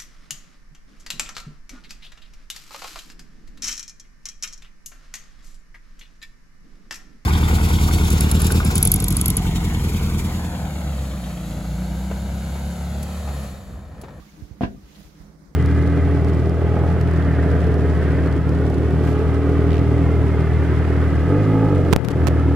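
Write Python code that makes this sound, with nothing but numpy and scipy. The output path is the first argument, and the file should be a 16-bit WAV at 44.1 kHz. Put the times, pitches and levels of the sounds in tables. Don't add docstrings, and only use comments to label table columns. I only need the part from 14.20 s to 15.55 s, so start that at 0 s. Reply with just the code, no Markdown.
import sys
import numpy as np
from scipy import signal
from scipy.fft import rfft, irfft
from scipy.io import wavfile
from scipy.ndimage import uniform_filter1d

SR = 44100
rng = np.random.default_rng(int(sys.argv[2]) if len(sys.argv) > 2 else 0)


def generate_wav(signal):
    frames = np.transpose(np.atleast_2d(signal))
    scaled = np.clip(frames, -1, 1) * 32767
    pcm = np.round(scaled).astype(np.int16)
    wavfile.write(sys.argv[1], SR, pcm)


N = 59535


def amp(db):
    return 10 ** (np.asarray(db) / 20)


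def unit_rms(x):
    return x / np.sqrt(np.mean(x ** 2) + 1e-20)


def curve_at(points, hz):
    f, value = np.transpose(points)
    return np.interp(np.log(hz + 1), np.log(f), value)


def pan(db):
    return amp(np.array([[.5], [-.5]]) * db)


def add(mix, s, sound):
    part = mix[:, max(round(s * SR), 0):][:, :sound.shape[-1]]
    part += sound[..., :part.shape[1]]


def colour_hits(hits, eq, size=4096):
    log_gain = np.log(amp(curve_at(eq, abs(np.fft.fftfreq(size, 1 / SR)))))
    click = np.fft.ifft(np.exp(np.conj(signal.hilbert(log_gain)))).real[:size // 2]
    click /= np.linalg.norm(click)
    return signal.fftconvolve(hits, click[None], axes=1)[:, :N]


def noise_bed(eq, balance, correlation, flicker_db):
    hz = np.fft.rfftfreq(N, 1 / SR)
    left, other = rfft(rng.standard_normal((2, N)))
    alike = curve_at(correlation, hz) if correlation else 0
    right = alike * left + np.sqrt(1 - alike ** 2) * other
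    spectrum = np.array([left, right]) * amp(curve_at(eq, hz)) * pan(curve_at(balance, hz))
    bands = signal.stft(irfft(spectrum, N), nperseg=512)[2]
    patches = uniform_filter1d(rng.standard_normal(bands.shape), size=12, axis=1)
    patches = unit_rms(uniform_filter1d(patches, size=6, axis=2))
    return unit_rms(signal.istft(bands * amp(flicker_db * patches))[1][:, :N])


def noise_burst(s, db, centre_hz, octaves, width_s=0.0068):
    t, hz = np.arange(N) / SR, np.fft.rfftfreq(N, 1 / SR)
    band = np.exp(-.5 * (np.log2((hz + 1) / centre_hz) / octaves) ** 2)
    hiss = unit_rms(irfft(rfft(rng.standard_normal((2, N))) * band, N))
    return amp(db) * np.exp(-.5 * ((t - s) / width_s) ** 2) * hiss


# (frequency [Hz], relative level [dB])
RUMBLE_EQ = [(20, -28), (35, -4), (52, 1), (70, -3.5), (112, -21), (160, 1), (179, -15), (202, 6),
             (228, -19), (303, -3.5), (345, -14.5), (700, -22.5), (1600, -27.5), (2200, -33), (2750, -54),
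             (5600, -35.5), (8000, -42.5), (16000, -49.5)]
# (frequency [Hz], left over right [dB])
RUMBLE_BALANCE = [(40, -2.5), (160, -0.5), (300, -3.5), (600, -4.5), (1500, -2.5), (4000, -15.5),
                  (10000, 5)]
# (frequency [Hz], left-right correlation [0-1])
RUMBLE_CORRELATION = [(30, 0.97), (200, 0.96), (300, 0.61), (600, 0.33), (1500, 0), (4000, 0), (16000, 0)]
# (time [s], relative level [dB])
RUMBLE_SWELLS = [(0, 2), (.07, -3), (.2, 3.5), (.37, -1), (.66, -0.5), (.72, -2), (.81, 2), (.93, -1),
                 (1.02, 4.5), (1.16, -1), (1.23, 2), (1.35, -1.5)]


def rumble(level_db=-48):
    swell_db = np.interp(np.arange(N) / SR, *np.transpose(RUMBLE_SWELLS))
    bed = noise_bed(RUMBLE_EQ, RUMBLE_BALANCE, RUMBLE_CORRELATION, flicker_db=2.17)
    return amp(level_db + swell_db) * bed


# (frequency [Hz], relative level [dB])
CLOTH_EQ = [(200, 9.5), (1000, 2), (2000, 3.5), (2800, 2.5), (4000, 2.5), (6600, -2), (8000, -10),
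            (12000, -5), (16000, -9.5)]
# (frequency [Hz], left over right [dB])
CLOTH_BALANCE = [(500, -5.5), (5000, -1), (7000, -12.5), (8500, 1.5), (12000, -1.5), (16000, -6.5)]
# (time [s], level [dB])
ARM_ENVELOPE = [(0, -54.5), (.1, -57), (.23, -57.5), (.37, -64), (.48, -60.5), (.58, -61.5), (.7, -56),
                (.78, -53), (.86, -54), (.92, -60), (.99, -61), (1.02, -59.5), (1.06, -63.5), (1.17, -70),
                (1.35, -70.5)]


def clothes():
    grain_db = 0.5 * unit_rms(uniform_filter1d(rng.standard_normal(N), size=60))
    arm_db = np.interp(np.arange(N) / SR, *np.transpose(ARM_ENVELOPE))
    return noise_bed(CLOTH_EQ, CLOTH_BALANCE, correlation=None, flicker_db=1.5) * amp(arm_db + grain_db)


# (time [s], level [dB], centre [Hz], width [octaves])
BURSTS = [(0.023, -53, 1170, 0.051), (0.089, -59.5, 2200, .05), (.1, -63, 6130, 0.087),
          (.17, -69, 6100, .1), (0.423, -60.5, 10700, .4), (0.576, -55, 1217, 0.028),
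          (0.758, -55, 3720, 0.29), (.8, -59.5, 11920, 0.33), (1.019, -64.5, 6360, 0.98)]
SEAT_TICK = BURSTS[4]


def scuffs():
    return sum(noise_burst(*burst) for burst in BURSTS if burst != SEAT_TICK)


# (time [s], level [dB], left over right [dB], starting pitch [Hz], attack [s])
MIC_BUMPS = [(.002, -31, -7, 71, 0.002), (.220, -26.5, -15.5, 179, 0.0026), (0.31, -31, -18.5, 175, 0.0014),
             (0.542, -28, 4, 60, 0.0058), (0.629, -27, 0, 69, 0.01), (0.846, -33.5, 9, 68, 0.004),
             (0.998, -37, -22, 81, 0.0047)]


def mic_bumps(end_hz=52.7, sag_s=0.0052, t60_s=0.089):
    t, out = np.arange(SR // 4) / SR, np.zeros((2, N))
    for s, db, pan_db, start_hz, attack_s in MIC_BUMPS:
        hz = end_hz + (start_hz - end_hz) * np.exp(-t / sag_s)
        envelope = (1 - np.exp(-t / attack_s)) * amp(-60 * t / t60_s)
        add(out, s, -amp(db) * pan(pan_db) * envelope * np.sin(2 * np.pi * np.cumsum(hz) / SR))
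    return out


# (frequency [Hz], 60 dB decay [s])
CUBICLE_DECAY = [(60, 0.45), (250, 0.57), (700, 0.17), (1500, 0.15), (3000, 0.13), (7000, 0.16),
                 (15000, 0.22)]


def cubicle_reverb(correlation, build_s=0.00061):
    left, other = rng.standard_normal((2, SR // 2))
    right = correlation * left + np.sqrt(1 - correlation ** 2) * other
    hz, t, bands = signal.stft(np.array([left, right]), SR, nperseg=256)
    tail = signal.istft(bands * amp(-60 * t / curve_at(CUBICLE_DECAY, hz)[:, None]))[1]
    tail *= 1 - np.exp(-np.arange(tail.shape[1]) / SR / build_s)
    return tail / np.linalg.norm(tail[0])


def air_puff(start_s=0.433, hz=61.4, attack_s=0.0093, level_db=-20.5, pan_db=-8):
    t, out = np.arange(SR // 4) / SR, np.zeros((2, N))
    envelope = (t / attack_s * np.exp(1 - t / attack_s)) ** 2
    add(out, start_s, -amp(level_db) * pan(pan_db) * envelope * np.sin(2 * np.pi * hz * t))
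    return out


# (pitch [Hz], level [dB], 60 dB decay [s], right gain [x, negative across a node])
SEAT_RING = [(100.8, -33.5, 0.3, 2), (200.2, -26, 0.485, 0.43), (210.6, -23.5, 0.27, 0.5),
             (251, -25.5, 0.34, 1.5), (387, -32.5, 0.38, 0.79), (400, -46, 0.076, -7),
             (466.4, -42, 0.13, 4), (509, -31, 0.16, 1.5), (661, -38, 0.26, 3.5), (688.5, -32.5, 0.21, 2.8),
             (1480, -41.5, 0.26, -0.7)]
# (pitch [Hz], level [dB], 60 dB decay [s], right gain [x])
LID_RING = [(63.24, -38, 0.51, 2), (126, -30.5, 0.24, 0.5), (181, -30, 0.16, 2.3), (208, -24, 0.11, -0.86),
            (257.8, -29, 0.14, 1.5), (303, -17.5, 0.1, 0.24), (665, -49, 0.21, 0.3), (717, -34.5, 0.1, .9),
            (1004, -31.5, 0.088, -3), (1060, -47, 0.041, 6.2), (1574, -42, 0.12, 3),
            (1578, -33.5, 0.15, -1.25), (2710, -38, 0.068, 0.7), (2800, -58, 0.089, -4.3)]


def seat_and_lid_ring(seat_s=0.4093, lid_s=0.4332):
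    t, out = np.arange(SR) / SR, np.zeros((2, N))
    for s, modes in (seat_s, SEAT_RING), (lid_s, LID_RING):
        for hz, db, t60_s, right_gain in modes:
            mode = amp(db - 60 * t / t60_s) * np.sin(2 * np.pi * hz * t)
            add(out, s, np.array([mode, right_gain * mode]))
    return out


# (frequency [Hz], relative level [dB])
CRACK_EQ = [(100, -22.5), (600, 6), (1050, 1.5), (1300, -3), (1620, 4.5), (2000, -1.5), (2800, -3),
            (4200, -11.5), (6300, -20), (8000, -31), (15000, -45)]
# (time [s], relative level [dB])
CRACK_HITS = [(0.4097, -18), (0.4163, -6), (0.4234, -8.5), (0.4338, -8), (0.4359, -3.5), (0.447, -24)]


def plastic_cracks(direct_db=-13, reverb_db=-1.5):
    hits = np.zeros((2, N))
    for s, db in CRACK_HITS:
        add(hits, s, amp(direct_db + db) * np.ones(1))
        add(hits, s, amp(reverb_db + db) * cubicle_reverb(correlation=-0.26))
    tick = noise_burst(*SEAT_TICK)
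    return colour_hits(hits, CRACK_EQ) + tick


# (frequency [Hz], relative level [dB])
THUD_EQ = [(30, -29), (90, 2), (210, 2.5), (330, -4), (430, -6.5), (520, -21.5), (600, -16.5), (740, 0.5),
           (890, -25), (1100, -16), (1300, -39), (2500, -49), (16000, -111)]
# (time [s], direct level [dB], reverb level [dB])
THUD_HITS = [(0.4091, -6, -12.5), (0.4177, 2.5, -8.5), (0.4335, -0.5, -4)]


def landing_thuds():
    hits = np.zeros((2, N))
    for s, direct_db, reverb_db in THUD_HITS:
        add(hits, s, amp(direct_db) * np.ones(1))
        add(hits, s, amp(reverb_db) * cubicle_reverb(correlation=0.52))
    return colour_hits(hits, THUD_EQ)


def scene():
    slam = landing_thuds() + plastic_cracks() + seat_and_lid_ring() + air_puff()
    return slam + mic_bumps() + clothes() + scuffs() + rumble()


def record(dry):
    low_cut_hz, high_cut_hz = 32.7, 15800
    low_cut = signal.butter(4, low_cut_hz, "high", fs=SR, output="sos")
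    high_cut = signal.firwin(1023, high_cut_hz, window=("kaiser", 9), fs=SR)
    return signal.oaconvolve(signal.sosfilt(low_cut, dry), high_cut[None], "same")


dry = scene()
out = record(dry)
generate_wav(out)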